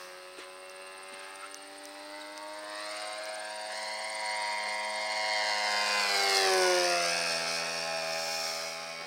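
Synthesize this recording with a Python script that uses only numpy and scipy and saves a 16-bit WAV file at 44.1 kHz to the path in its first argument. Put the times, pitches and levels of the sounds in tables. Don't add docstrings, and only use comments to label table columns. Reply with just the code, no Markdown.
import sys
import numpy as np
from scipy import signal
from scipy.fft import rfft, irfft, next_fast_len
from scipy.io import wavfile
from scipy.ndimage import map_coordinates

SR = 44100
rng = np.random.default_rng(int(sys.argv[2]) if len(sys.argv) > 2 else 0)


def unload_wav(signal):
    wavfile.write(
        sys.argv[1],
        SR,
        np.round(np.clip(np.atleast_2d(signal).T, -1, 1) * 32767).astype(np.int16),
    )


N = 399546
TIME = np.arange(N) / SR

# order, levels_db (eight sides, tail to nose),
# loss_db (per doubling of distance), banked_gain_db
LOW_TONES = [(3, [-52, -51, -65, -66, -60, -56.5, -62.5, -58], 6, 22),
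             (4, [-51.5, -58.5, -42.5, -31, -30, -36.5, -52, -51], 9.5, 3.5),
             (6, [-51.5, -44, -34.5, -31, -34, -46, -48, -32.5], 7, 17.5),
             (8, [-27, -40.5, -31.5, -38, -33, -32.5, -39.5, -36.5], 10, 6)]
PASS_DISTANCE_M = 29.6
BANK_S = 2.33
SOUND_M_PER_S = 343


def from_db(db):
    return 10 ** (np.asarray(db) / 20)


def rms_one(x):
    return x / np.sqrt(np.mean(x ** 2) + 1e-20)


def in_time(rows, at=TIME):
    s, *columns = np.transpose(rows)
    return [np.interp(at, s, column) for column in columns]


def drift(rate, at=TIME):
    pole = np.exp(-80 * np.pi * rate / SR)
    slow = rng.standard_normal(N // 40 + 2002)
    slow = signal.lfilter([1], [1, -2 * pole, pole * pole], slow)[2000:]
    return np.interp(at * SR / 40, np.arange(len(slow)), rms_one(slow))


def noise(spectrum):
    hz, db = np.transpose(spectrum)
    size = next_fast_len(N)
    bins = np.maximum(np.fft.rfftfreq(size, 1 / SR), 1)
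    gain = from_db(np.interp(np.log(bins), np.log(hz), db))
    gain *= np.minimum(1, hz[-1] / bins) ** 4
    white = rfft(rng.standard_normal(size))
    return rms_one(irfft(white * gain, size)[:N])


def bump(centre_s, length_s):
    return np.exp(-((TIME - centre_s) / length_s) ** 2)


def still_air():
    # (relative, per Hz)
    air_colour = [(25, -13), (70, -20), (130, -16.5), (220, -13.5), (350, -5), (600, -5.5), (1200, -3.5),
                  (2500, -8.5), (5000, -5.5), (7000, -24), (8700, -5.5), (10000, -27), (15800, -20)]
    return from_db(-54.5) * noise(air_colour)


def ticks(ring_hz, decay_s, snap):
    # start_s, level_db (before the high-pass)
    tick_list = [(0.697, -35), (1.358, -39), (1.5447, -25), (1.855, -31.5), (2.201, -45), (2.3775, -30),
                 (3.2553, -31), (3.3559, -35)]
    out, t = np.zeros(N), TIME[:400]
    for s, db in tick_list:
        ring = np.sin(2 * np.pi * ring_hz * t) * (t / decay_s) * np.exp(1 - t / decay_s)
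        crack = snap * rng.standard_normal(len(t)) * np.exp(-t / decay_s)
        out[round(s * SR):][:len(t)] += from_db(db) * (ring + crack)
    return signal.lfilter(*signal.butter(2, 2500, "high", fs=SR), out)


def scuffs():
    # centre_s, level_db, length_s, lowest_hz, top_hz
    scuff_list = [(0.395, -45, 0.013, 346, 450), (0.412, -47.5, 0.041, 1200, 4200),
                  (1.137, -47.5, 0.013, 220, 3500), (1.235, -52, 0.11, 1200, 4350),
                  (1.44, -51, 0.041, 1300, 2800), (4.669, -47.5, 0.02, 450, 1600),
                  (9.019, -46, .015, 300, 1197)]
    out = np.zeros(N)
    for s, db, length, low_hz, top_hz in scuff_list:
        flutter = from_db(1.0 * drift(84))
        friction = noise([(low_hz / 2, -28), (low_hz, 0), (top_hz, -7), (9000, -28)])
        out += from_db(db) * bump(s, length) * flutter * friction
    return out


def peeps(octave_db):
    # centre_s, level_db, pitch_hz (before the waver), length_s
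    peep_list = [(1.442, -42, 1386, 0.014), (2.217, -42.5, 3770, 0.0029)]
    out, waver = np.zeros(N), np.cumsum(1 + 0.035 * drift(152)) / SR
    for s, db, hz, length in peep_list:
        turn = 2 * np.pi * hz * waver
        note = np.sin(turn) + from_db(octave_db) * np.sin(2 * turn)
        out += from_db(db) * bump(s, length) * note
    return np.sqrt(2) * out


def cricket(strokes_per_s, top_hz, arch_hz, width, start):
    # start_s, level_db
    trill_level = [(0, -61.5), (.8, -53), (1.5, -49.5), (2.2, -58.5), (2.7, -51.5), (3.1, -45.5),
                   (3.7, -46.5), (4.3, -43.5), (5, -46), (5.6, -52), (7.2, -44), (8, -56), (9.06, -81)]
    stroke = (strokes_per_s * TIME + start + 0.0326 * drift(0.87)) % 1 - .5
    arch = arch_hz * np.minimum((stroke / width) ** 2, 4)
    hz = top_hz - arch + 70 * drift(400) + 60 * drift(3)
    note = np.sqrt(2) * np.sin(2 * np.pi * np.cumsum(hz) / SR) * from_db(2.0 * drift(160))
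    scrape = .45 * noise([(6500, -50), (8000, -14), (8800, 0), (9300, -1), (9900, -22), (11000, -50)])
    closing = np.exp(-((stroke - .02) / width) ** 2)
    opening = 0.92 * np.exp(-((stroke + 0.29) / width) ** 2)
    level_db = in_time(trill_level)[0] + 1.16 * drift(6)
    return from_db(level_db) * (closing * (note + scrape) + opening * scrape)


def off_the_trees(x, gap_s, t60_s, dull_hz):
    # start_s, level_db
    wood_level = [(0, -15), (2.4, -11), (3.2, -7), (3.9, -15.5), (6.3, -16), (7.3, -15), (9.06, -9)]
    t = TIME[:2 * SR]
    onset = 1 - np.exp(-(t / gap_s) ** 2)
    tail = rng.standard_normal(len(t)) * from_db(-60 * t / t60_s) * onset
    echo = signal.fftconvolve(x, tail / np.linalg.norm(tail))[:N]
    echo = signal.sosfilt(signal.butter(2, [450, dull_hz], "band", fs=SR, output="sos"), echo)
    return from_db(in_time(wood_level)[0]) * echo


def over_grass(x, lag_ms, strength, turnover_hz, scatter_hz):
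    c = np.tan(np.pi * turnover_hz / SR)
    echo = signal.lfilter([c - 1, c + 1], [c + 1, c - 1], x)
    echo = signal.filtfilt(*signal.butter(2, min(scatter_hz, .4 * SR), fs=SR), echo)
    strength = strength / (1 + (lag_ms / 2.1) ** 8)
    lag_ms = lag_ms + 0.032 * drift(4.1)
    return x + strength * map_coordinates(echo, [np.arange(N) - lag_ms * SR / 1000], order=1)


def flight():
    # start_s, height_m
    height = [(0, 73), (.8, 59), (2.15, 40), (2.6, 34.6), (3.0, 22.8), (3.9, 12.2), (4.9, 7.3), (6.0, 4.84),
              (6.35, 5.07), (6.6, 5.4), (6.85, 5.07), (7.2, 4.4), (8.1, 8.34), (9.06, 15.1)]
    # start_s, firing_hz (on board)
    revs = [(0.03, 94), (1.14, 92.14), (1.53, 92.47), (1.89, 91.6), (2.52, 92.9), (2.79, 92.7),
            (3.3, 93.27), (3.48, 92.3), (3.81, 93.1), (3.96, 92.6), (4.05, 93.6), (4.47, 91.65),
            (4.74, 91.97), (5.25, 93.5), (5.58, 92.53), (5.7, 92.7), (5.79, 92.4), (6.0, 92.65),
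            (6.18, 90.84), (6.33, 91.6), (6.42, 91.85), (6.72, 91.33), (6.87, 92.16), (7.08, 91.78),
            (7.29, 92.44), (7.35, 90.86), (7.38, 91.55), (7.71, 92.9), (8.01, 91.26), (8.25, 91.97),
            (8.61, 92.3), (9.03, 93.77)]
    speed_m_per_s, pass_s, ear_height_m = 46.4, 6.66, 1.5
    turn_degrees, turn_end_s = 103.4, 4.38
    along = speed_m_per_s * (TIME - pass_s)
    off_course = np.radians(turn_degrees) * np.clip(1 - TIME / turn_end_s, 0, 1)
    closing = -speed_m_per_s * np.cos(off_course) * along / np.hypot(along, PASS_DISTANCE_M)
    flown = np.cumsum(closing) / SR
    distance = PASS_DISTANCE_M + flown.max() - flown
    firing_hz = in_time(revs)[0] / (1 - closing / SOUND_M_PER_S)
    lag_ms = 2000 * ear_height_m * in_time(height)[0] / distance / SOUND_M_PER_S
    return firing_hz, distance, lag_ms


def facing(view, sides):
    return [np.interp(view, sides, one) for one in np.eye(len(sides))]


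def arriving(sides_db, firing_hz, distance, loss_db_per_m):
    # firing_hz as heard from behind, abeam, obliquely ahead, ahead
    four_sides = [82, 92, 101, 106]
    spreading_db = 20 * np.log10(distance / PASS_DISTANCE_M)
    air_loss_db = loss_db_per_m * (distance - PASS_DISTANCE_M)
    return np.interp(firing_hz, four_sides, sides_db) - spreading_db - air_loss_db


def puffs(cycles, depth_db, uneven_db):
    return rms_one(from_db(depth_db * np.cos(2 * np.pi * cycles) + uneven_db * drift(73)))


def jet():
    # (relative, per Hz)
    jet_colour = [(3000, -30), (4600, -16), (5450, 3), (6100, -9), (7400, -10), (9000, -23), (11000, -24),
                  (15800, -20)]
    return from_db(-40) * bump(8.37, length_s=0.3) * noise(jet_colour)


def rush(cycles, firing_hz, distance):
    # start_s, level_db
    treble_swell = [(0, 7.5), (.6, -12), (1.25, 0), (1.65, -2), (2.0, 2.5), (2.6, 0.5), (2.85, 8),
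                    (3.2, 5.5), (3.6, 2), (3.8, 8.5), (4.1, 3), (4.5, 2.5), (4.9, -0.3), (6.45, 2.5),
                    (7.0, -1.3), (8.0, 0), (8.55, 5.5), (9.06, -1.5)]
    # level_db behind, abeam, oblique, ahead
    rasp_sides = [-38, -39, -36, -35]
    hiss_sides = [-33, -35.5, -34.5, -33]
    sizzle_sides = [-61, -62, -60, -77]
    # (relative, per Hz)
    rasp_colour = [(40, -70), (100, -52), (200, -32), (320, -12), (450, -7.5), (650, 0.5), (950, 0.5),
                   (1250, -2), (1700, 0.5), (2200, 2), (2650, -7), (3500, -5), (4500, -8)]
    behind_colour = [(2500, -27), (3600, -11), (4300, -2.5), (4650, 0), (4950, 0), (5400, 3), (6000, -5.5),
                     (7200, -13), (9000, -9), (11000, -23), (15800, -33)]
    abeam_colour = [(2500, -22), (3800, -11), (4500, 2), (5200, 4.5), (6000, 0.5), (7200, -12.5),
                    (8800, -3.5), (10000, -8.5), (11500, -16), (15800, -26)]
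    oblique_colour = [(2500, -26), (3100, -19), (3600, -7.5), (4100, 2.5), (4900, 8), (5800, -6.5),
                      (7000, -3.5), (8500, -4), (10000, -15), (12000, -16), (15800, -27)]
    ahead_colour = [(2700, -28), (3700, -18), (4050, -4), (4350, 2), (4850, -2.5), (5450, -4),
                    (6000, -14.5), (6600, -9), (7500, -14), (9000, -15), (10500, -28.5), (15800, -42)]

    swell_db, = in_time(treble_swell)
    rasp_db = arriving(rasp_sides, firing_hz, distance, loss_db_per_m=0.02) + 0.51 * swell_db
    rasp_db = rasp_db - 5 * bump(BANK_S, length_s=0.32)
    hiss_db = arriving(hiss_sides, firing_hz, distance, loss_db_per_m=0.06) + swell_db
    sizzle_db = arriving(sizzle_sides, firing_hz, distance, loss_db_per_m=0) + 1.8 * swell_db

    rasp = noise(rasp_colour) * from_db(rasp_db) * puffs(cycles, depth_db=-3.5, uneven_db=1.5)
    behind, abeam, oblique, ahead = np.sqrt(facing(firing_hz, [83, 94, 99, 106]))
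    hiss = behind * noise(behind_colour) + abeam * noise(abeam_colour)
    hiss += oblique * noise(oblique_colour) + ahead * noise(ahead_colour)
    hiss *= from_db(hiss_db)
    hiss += from_db(sizzle_db) * noise([(6000, -25), (9500, -10), (12000, 1), (15800, 2)])
    nearness = np.sqrt(PASS_DISTANCE_M / distance)
    throb = puffs(cycles, depth_db=3.0 * nearness, uneven_db=1.6 * nearness)
    return rasp + hiss * from_db(1.3 * drift(5.0)) * throb


def drone(cycles, firing_hz, distance):
    # firing_hz as heard from eight sides, tail to nose
    eight_sides = [81.5, 84, 87, 90, 94, 98, 102, 106]
    doublings = np.log2(distance / PASS_DISTANCE_M)
    bank = bump(BANK_S, length_s=.95)
    out = np.zeros(N)
    for order, sides_db, loss_db, banked_db in LOW_TONES:
        db = np.interp(firing_hz, eight_sides, sides_db) - loss_db * doublings + banked_db * bank
        out += from_db(db) * np.sin(2 * np.pi * (round(order) * cycles + rng.random()))
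    return np.sqrt(2) * out


def exhaust(cycles, firing_hz, distance, flutter_db, flutter_per_s, wander, smear, ring_delay, count=72):
    # start_s, level_db, brightness_db (per octave)
    rocking = [(0, 0.5, -1), (.35, -3.5, 0), (1.2, 2.5, 0), (1.7, -5.5, 2.5), (2.2, 1.5, 0.5), (2.6, 2, -1),
               (2.8, 4, 1), (3.2, 0.5, 0), (3.6, -0.5, -0.5), (4.0, -1, -0.5), (4.45, 1, 1),
               (4.9, -1.5, -1), (5.45, 0.5, 1.5), (6.0, 1, 0), (6.4, -3.5, 3), (6.6, -1, 0.5),
               (6.8, -1.5, 1.5), (7.8, 1, 0), (9.06, 0, 0.5)]
    order_levels = {2: (-13, -9, -11, -12, -10.5, -15), 5: (-7, -16.5, -10, -1.5, -7.5, 0),
                    7: (-4.5, -11, -9, 0, -9, 2), 9: (-9.5, -13, -16, -9, -4.5, 3.5),
                    10: (-2.5, -18, -7, -14, 6, -3.5), 11: (-16, -12, -3.5, -3, -3, -15),
                    12: (-14, -13.5, -3.5, -5, -6, -17), 13: (-3, -9, -30, -14, -9, -11),
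                    14: (-14, -8.5, -13, -6, -5, -8.5), 15: (-8.5, -14, -24, -15, -7, -5),
                    16: (-8, -8, 4.5, -2, -5, -6), 17: (-17, -14, -16, -5, -15, -10),
                    18: (-15.5, -22, -8, -2, -18, -2.5), 19: (-19.5, -1.5, -16, -5, -14, 3.5),
                    20: (-9.5, -12, -7, -14, 6.5, 3), 21: (-13, -12, -22, -18, -9, -9),
                    22: (-7, -16, -5, 4, -10, -15), 23: (-22, -16, -7, -18, -10, -10),
                    24: (-16, -8, -12, -19, 0, -11), 25: (-12, -17, -21, -15, -15, -23),
                    26: (-12.5, -6, -6, -14, -8, -14), 27: (-6, -11, -7, -10, -9, -8),
                    29: (-13, -7.5, -7, -13, -11, -26), 30: (-5.5, -6, -16, -19, -9, -9),
                    32: (-12, -10, -11, -23, -29, -28), 34: (-11, -17, -28, -11, -19, -16),
                    35: (-24, -20, -26, -6, -22, -7), 37: (-15, -26, -34, -29, -31, -23),
                    39: (-20, -18, -9, -34, -11, -10.5), 41: (-35, -41, -35, -4, -15, -4),
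                    42: (-31, -33, -27, -11, -16, -13), 44: (-16.5, -25, -18, -8, -20, -5.5),
                    48: (-20.5, -26, -21, -12, -4, -16), 56: (-16, -11, -11, -14, -20, -24),
                    67: (-15, -15, -18, -30, -30, -24)}
    six_sides = [82, 86, 91.5, 97, 102, 106]
    attitude_times = [1.4, 2.45, 3.3, 3.85]
    # pitch_hz, level_db
    side_on = [(200, -20.5), (660, -14), (850, -6.5), (950, -10), (1070, 0), (1160, -10), (1290, -1.5),
               (1440, -12), (1630, -5.5), (1790, -9), (1920, -11.5), (2130, -6.5), (2420, -19), (2560, -8),
               (2690, -9), (2790, -6.5), (3000, -24), (3700, -21), (4120, -11), (4500, -18.5), (6500, -38)]
    banked = [(200, -20), (510, -13), (910, -1), (1020, -9), (1130, -4), (1330, -12), (1540, -6.5),
              (1800, -14), (1960, 2), (2150, -12), (2350, -24), (2560, -13), (2780, -22), (3100, -30),
              (3700, -15), (4120, -14), (4500, -12), (6500, -36)]
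    diving = [(200, -17.5), (530, -6.5), (740, 2.5), (950, -1), (1080, -3), (1380, -9), (1590, -1.5),
              (1800, -2), (1950, -16), (2120, 1), (2300, -16), (2550, -10), (2860, -6), (3100, -22),
              (3400, -18), (3700, -9.5), (4300, -8), (6500, -36)]

    coarse, firing_hz, distance = TIME[::200], firing_hz[::200], distance[::200]
    swell_db, tilt_db = in_time(rocking, coarse)
    orders, sides = list(order_levels), np.transpose(list(order_levels.values()))
    *turning, straight = facing(coarse, attitude_times)
    shares = facing(firing_hz, six_sides)
    level_db = -35.5 + swell_db - 20 * np.log10(distance / PASS_DISTANCE_M)
    low_orders = [round(tone[0]) for tone in LOW_TONES]
    out, offset = np.zeros(N), 0
    for k in range(2, count):
        offset += ring_delay * np.exp(-((k - 20) / 6) ** 2) + smear * rng.standard_normal()
        if k in low_orders:
            continue
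        beam_db = sum(share * np.interp(k, orders, side) for share, side in zip(shares, sides))
        turn_db = sum(share * np.interp(k * firing_hz, *np.transpose(colour))
                      for share, colour in zip(turning, (side_on, banked, diving)))
        db = level_db + straight * beam_db + turn_db + tilt_db * np.log2(k * firing_hz / 1000)
        shake = np.sqrt(min(k, 30) / 20) * (distance / PASS_DISTANCE_M) ** .3
        flutter = drift(flutter_per_s, coarse) + .5 * drift(9, coarse) - .2 * shake
        fading_db = flutter_db * shake * flutter
        late = np.interp(TIME, coarse, offset + wander * shake * drift(3.8, coarse))
        gain = np.interp(TIME, coarse, from_db(db + fading_db))
        out += gain * np.sin(2 * np.pi * (k * cycles - late))
    return out


def scene():
    small = ticks(ring_hz=5800, decay_s=0.00021, snap=1.0) + scuffs() + peeps(octave_db=-10)
    insect = cricket(strokes_per_s=18.6, top_hz=8900, arch_hz=403, width=.13, start=.27)

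    firing_hz, distance, lag_ms = flight()
    hunting_hz = firing_hz * (1 + 0.0005006 * drift(6.06))
    cycles = np.cumsum(hunting_hz) / SR + 0.0009 * drift(42)
    air = over_grass(rush(cycles, firing_hz, distance) + jet(), lag_ms,
                     strength=.62, turnover_hz=450, scatter_hz=5500)
    air = signal.lfilter(*signal.butter(2, 110, "high", fs=SR), air)
    tones = drone(cycles, firing_hz, distance)
    engine = exhaust(cycles, firing_hz, distance, flutter_db=1.55, flutter_per_s=2.2,
                     wander=.02, smear=.17, ring_delay=.45)
    engine = engine * from_db(0.52 * drift(45))
    woods = off_the_trees(engine + tones, gap_s=0.025, t60_s=2.1, dull_hz=2170)
    engine = over_grass(engine, lag_ms, strength=0.54, turnover_hz=504, scatter_hz=5870)
    return (still_air() + small + insect + woods + air + tones + engine)[None]


def record(dry):
    return signal.sosfilt(signal.ellip(12, .1, 80, 15900, fs=SR, output="sos"), dry)


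dry = scene()
out = record(dry)
unload_wav(out)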